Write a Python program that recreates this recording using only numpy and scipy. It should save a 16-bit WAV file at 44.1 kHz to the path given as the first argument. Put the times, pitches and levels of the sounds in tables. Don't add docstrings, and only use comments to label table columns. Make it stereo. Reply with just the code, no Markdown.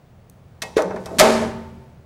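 import sys
import numpy as np
from scipy import signal
from scipy.fft import rfft, irfft, next_fast_len
from scipy.io import wavfile
from scipy.ndimage import uniform_filter1d, map_coordinates

SR = 44100
rng = np.random.default_rng(int(sys.argv[2]) if len(sys.argv) > 2 else 0)


def invert_db(x):
    u = np.asarray(x, float) / 20
    return 10 ** u


def store_pcm(level_fs):
    pcm = np.round(np.clip(level_fs, -1, 1) * 32767).astype(np.int16)
    wavfile.write(sys.argv[1], SR, np.atleast_2d(pcm).T)


N = 90713
SNAP_S = 1.203

# f/Hz, level per Hz/dB
PARTS_SPECTRUM = [(590, -32), (1000, -11), (2500, -9), (2780, -14), (4170, -8.5), (6330, -11), (8450, -13),
                  (14100, -23.5), (16000, -38)]


def box_blows():
    # t/s, level before the common trim/dB, centre f/Hz,
    # distance from centre at which modes are 6 dB weaker/octaves, share of the free ring time
    blows = [(.619, -35.5, 250, 1.9, 0.32), (.628, -30.5, 734, 0.57, 0.63), (.767, -8, 420, .3, 0.24),
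             (.779, -15, 1050, 0.74, 0.38), (.790, -16.5, 560, 0.38, 0.79), (.805, -18, 480, 0.28, 0.27),
             (.850, -31, 183, 0.091, 2), (.940, -24, 410, 0.58, 0.45), (.905, -22, 880, 0.85, 0.23),
             (.961, -23.5, 900, 0.99, 0.23), (1.060, -33, 880, 0.95, 0.89), (1.112, -30.5, 500, 0.84, 0.78),
             (1.135, -32, 640, .15, 1.1), (1.150, -31, 300, 0.85, 1.4), (1.188, -15, 187, 0.85, 0.2),
             (1.196, -11.5, 1080, 1.22, 1.36), (1.206, -7, 643, 0.31, 0.71), (1.222, -10, 523, 0.92, .5),
             (1.258, -17, 514, 0.83, 0.33), (1.296, -15.5, 504, 0.13, 0.37), (1.350, -24, 703, 2.2, 1.25),
             (1.408, -20.5, 590, 0.5, 0.26), (1.420, -20, 830, 1.36, 0.26), (1.445, -26.5, 493, 0.38, 0.39)]
    # f/Hz, level/dB, t60/s
    box_modes = [(128.5, -13.5, 0.73), (183, 1, .8), (229.2, -0.5, 0.58), (386.6, -0.5, 0.45),
                 (430.9, -1.5, .6), (482, -6.5, 0.65), (524, -13.5, 0.94), (631.5, 0.5, 0.43),
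                 (643.5, 4, 0.15), (776.6, -4, 0.51), (894.6, -11.5, 0.97), (934, -15.5, 0.55),
                 (1121, -15, 0.14), (1293, -8, 0.25), (1503, -15, 0.56), (1740, -8, 0.24),
                 (2140, -12, 0.47)]
    # f/Hz, level per Hz/dB
    panel_spectrum = [(59, -61.5), (100, -37.5), (219, 1), (280, -4.5), (615, -15), (701, -24.5),
                      (799, -12.5), (5000, -27.5), (6500, -63.5), (11000, -120)]
    bass_cut_hz, rattle_db, rattle_t60_s = 110, -2.5, 0.56
    swell_s, trim_db, room_db = 0.0018, -3.5, -6.5
    out = np.zeros(N)
    t = np.arange(SR * 2 // 3) / SR
    for start_s, db, centre_hz, width, share in blows:
        def weight(hz):
            return -6 * (np.log2((hz + 1) / centre_hz) / width) ** 2

        def panel_gain(hz):
            return invert_db(along(panel_spectrum, hz) + weight(hz)) * (hz > bass_cut_hz)

        rattle = noise(len(t), panel_gain) * invert_db(rattle_db - 60 * t / (share * rattle_t60_s))
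        ringing = ring(box_modes, t, weight, share)
        onset = 1 - np.exp(-t / swell_s)
        blow = invert_db(db + trim_db) * (ringing + rattle) * onset
        add(out, start_s, blow)
        add(out, start_s, invert_db(room_db) * room(blow))
    return out


def box_jolt():
    # level/dB, f/Hz, t60/s
    jolt_mode = (-32.5, 81, .15)
    out = np.zeros(N)
    t = np.arange(SR) / SR
    db, hz, t60 = jolt_mode
    add(out, SNAP_S, invert_db(db - 60 * t / t60) * np.sin(2 * np.pi * hz * t))
    return out


def large_panels():
    # f/Hz, level/dB, t60 after the hold/s
    panel_modes = [(227.4, -23, 0.86), (382, -35, 1.21), (77.8, -45, 4.5), (130.1, -45.5, 1.07)]
    start_s, swell_s, hold_s = 1.205, 0.038, 0.22
    out = np.zeros(N)
    t = np.arange(SR) / SR
    swell = 1 - np.exp(-(t / swell_s) ** 2)
    for hz, db, t60 in panel_modes:
        decay = invert_db(db - 60 * np.maximum(t - hold_s, 0) / t60)
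        add(out, start_s, decay * swell * np.sin(2 * np.pi * hz * t))
    return out


def cracks():
    # t/s, burst level/dB, burst t60/s, tilt about 5 kHz/dB per octave, ring relative to burst/dB
    impacts = [(0.297, -41, 0.015, 12, -33), (0.619, -21, 0.065, -1.5, -4), (.762, -29, 0.03, -7, -6.5),
               (.767, -22.5, 0.12, -5, -16), (0.777, -29.5, 0.15, -4, -10),
               (0.789, -36.5, 0.073, -5, -11.5), (.806, -43.5, 0.03, 0.3, -14.5),
               (.821, -30, 0.021, 0.5, -13), (0.906, -37, 0.044, -6, -10.5), (.960, -40, 0.067, -5, -11),
               (1.058, -33, 0.05, -0.1, -7.5), (1.185, -20.5, 0.15, -1.2, -9.5),
               (1.190, -12.5, 0.095, 1.2, -10), (1.196, -7.5, 0.069, -0.5, -8.5),
               (1.201, -13.5, 0.072, -1, -12), (1.207, -11.5, 0.079, -4, -10.5),
               (1.213, -11.5, 0.036, -7.04, -17), (1.411, -38, 0.059, -4.5, -12)]
    # f/Hz, level/dB, t60/s
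    steel_modes = [(1902, -9.5, 0.32), (2136, -12, 0.24), (2601, -9.5, .25), (2986, -18.5, 0.24),
                   (3614, -13.5, 0.11), (4000, -21.5, 0.068), (4790, -20, .05), (5500, -5.5, 0.082),
                   (6020, -2, 0.069)]
    onset_s, room_db = 0.00051, -13.5
    out = np.zeros(N)
    t = np.arange(SR // 3) / SR
    for start_s, db, t60, tilt_db, ring_db in impacts:
        def tilt(hz):
            return tilt_db * np.log2((hz + 1) / 5000)

        def burst_gain(hz):
            return invert_db(along(PARTS_SPECTRUM, hz) + tilt(hz))

        burst = grain(len(t), depth_db=3) * noise(len(t), burst_gain) * invert_db(-60 * t / t60)
        ringing = invert_db(ring_db) * ring(steel_modes, t, tilt, share=0.8, blur=2.5)
        crack = invert_db(db) * (burst + ringing) * (1 - np.exp(-t / onset_s))
        add(out, start_s, crack)
        add(out, start_s, invert_db(room_db) * room(crack))
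    return out


def loose_parts():
    # t/s, level/dB
    buzz_level = [(1.2, -51.5), (1.214, -21.5), (1.3, -25.5), (1.44, -36.5), (1.55, -53), (1.7, -66),
                  (1.9, -90.5)]
    # f/Hz, level per Hz/dB
    buzz_spectrum = [(590, -32), (1000, -1.5), (1500, -5), (1590, -6), (2770, -10.5), (6710, -14.5),
                     (11000, -23.5), (15000, -45.5)]
    buzz = unit(grain(N, depth_db=1.0) * noise(N, lambda hz: invert_db(along(buzz_spectrum, hz))))
    return invert_db(curve(buzz_level)) * buzz * (np.arange(N) / SR > SNAP_S)


def linkage():
    # t/s, level/dB
    slide_level = [(.6, -99), (.64, -81), (.8, -90), (.95, -59.5), (1.1, -55), (1.18, -52), (1.22, -100)]
    scrape = unit(grain(N, depth_db=1.5) * noise(N, lambda hz: invert_db(along(PARTS_SPECTRUM, hz))))
    return invert_db(curve(slide_level)) * scrape


def workshop():
    # f/Hz, level per Hz/dB
    air_spectrum = [(12, -48), (20, -26), (130, -5.5), (154, -14), (270, -17), (660, -18), (897, -24),
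                    (3440, -38), (13200, -51), (14300, -64.5), (16000, -45)]
    # centre f/Hz, half-width at half amplitude/Hz, level/dB
    hum_bands = [(34, 12, -61.5), (80, 6.2, -54), (126.4, 24, -51.5), (183.6, 35, -56.5)]
    # t/s, level/dB
    background_rise = [(0, -1.4), (.5, -1), (1.5, 9.5), (2.06, -1.5)]
    whine_hz, whine_db = 15580, -75.5
    background = invert_db(-52) * noise(N, lambda hz: invert_db(along(air_spectrum, hz)))
    for centre, width, db in hum_bands:
        background += invert_db(db) * noise(N, lambda hz: 1 / (1 + ((hz - centre) / width) ** 2))
    whine = invert_db(whine_db) * np.sin(2 * np.pi * whine_hz * np.arange(N) / SR)
    return invert_db(curve(background_rise)) * background + whine


def ring(modes, t, weight_db, share, blur=1):
    scatter_db, wander_rad, wander_s = 1.5, 0.69, 0.045
    hz, db, t60 = np.transpose(modes)[..., None]
    chance = rng.standard_normal((len(modes), 1))
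    knots = rng.standard_normal((len(modes), 200))
    wander = blur * wander_rad * np.array([map_coordinates(k, [t / wander_s]) for k in knots])
    phase = 2 * np.pi * hz * t + wander - wander[:, :1]
    level_db = db + weight_db(hz) + scatter_db * chance - 60 * t / (share * t60)
    return np.sum(invert_db(level_db) * np.sin(phase), 0)


def room(x):
    # f/Hz, t60/s
    room_decay = [(100, 1), (400, 0.55), (1500, 0.46), (5000, 0.67), (14000, 0.37)]
    delay_s = 0.008
    hz, t, z = signal.stft(rng.standard_normal(SR), SR, nperseg=256)
    decay = invert_db(-60 * t / along(room_decay, hz)[:, None])
    tail = signal.istft(z * decay, SR, nperseg=256)[1]
    delayed = np.pad(x, (round(delay_s * SR), 0))
    return signal.fftconvolve(delayed, tail / np.linalg.norm(tail))


def grain(n, depth_db):
    return invert_db(depth_db * unit(uniform_filter1d(rng.standard_normal(n), size=100)))


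def noise(n, gain):
    m = next_fast_len(n + 4096)
    spectrum = rfft(rng.standard_normal(m)) * gain(np.fft.rfftfreq(m, 1 / SR))
    return unit(irfft(spectrum, m)[:n])


def unit(x):
    return x / np.sqrt(np.mean(x ** 2) + 1e-20)


def along(points, hz):
    f, v = np.transpose(points)
    return np.interp(np.log(hz + 1), np.log(f + 1), v)


def curve(rows):
    return np.interp(np.arange(N) / SR, *np.transpose(rows))


def add(out, s, x):
    part = out[round(s * SR):][:len(x)]
    part += x[:len(part)]


def scene():
    box = box_blows() + box_jolt() + large_panels()
    mix = box + cracks() + loose_parts() + linkage() + workshop()
    return np.tile(mix, (2, 1))


def roll_off(x):
    return signal.sosfilt(signal.butter(12, 16500, fs=SR, output="sos"), x)


def record(dry):
    clip, knee = 0.84, 5.5
    top_hz, low_cut_hz = 16400, 20
    x = dry / (1 + np.abs(dry / clip) ** knee) ** (1 / knee)
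    hz = np.fft.rfftfreq(N, 1 / SR)
    low_cut = 1j * hz / (low_cut_hz + 1j * hz)
    x = irfft(rfft(x) * (hz < top_hz) * low_cut, N)
    return roll_off(x)


dry = scene()
out = record(dry)
store_pcm(out)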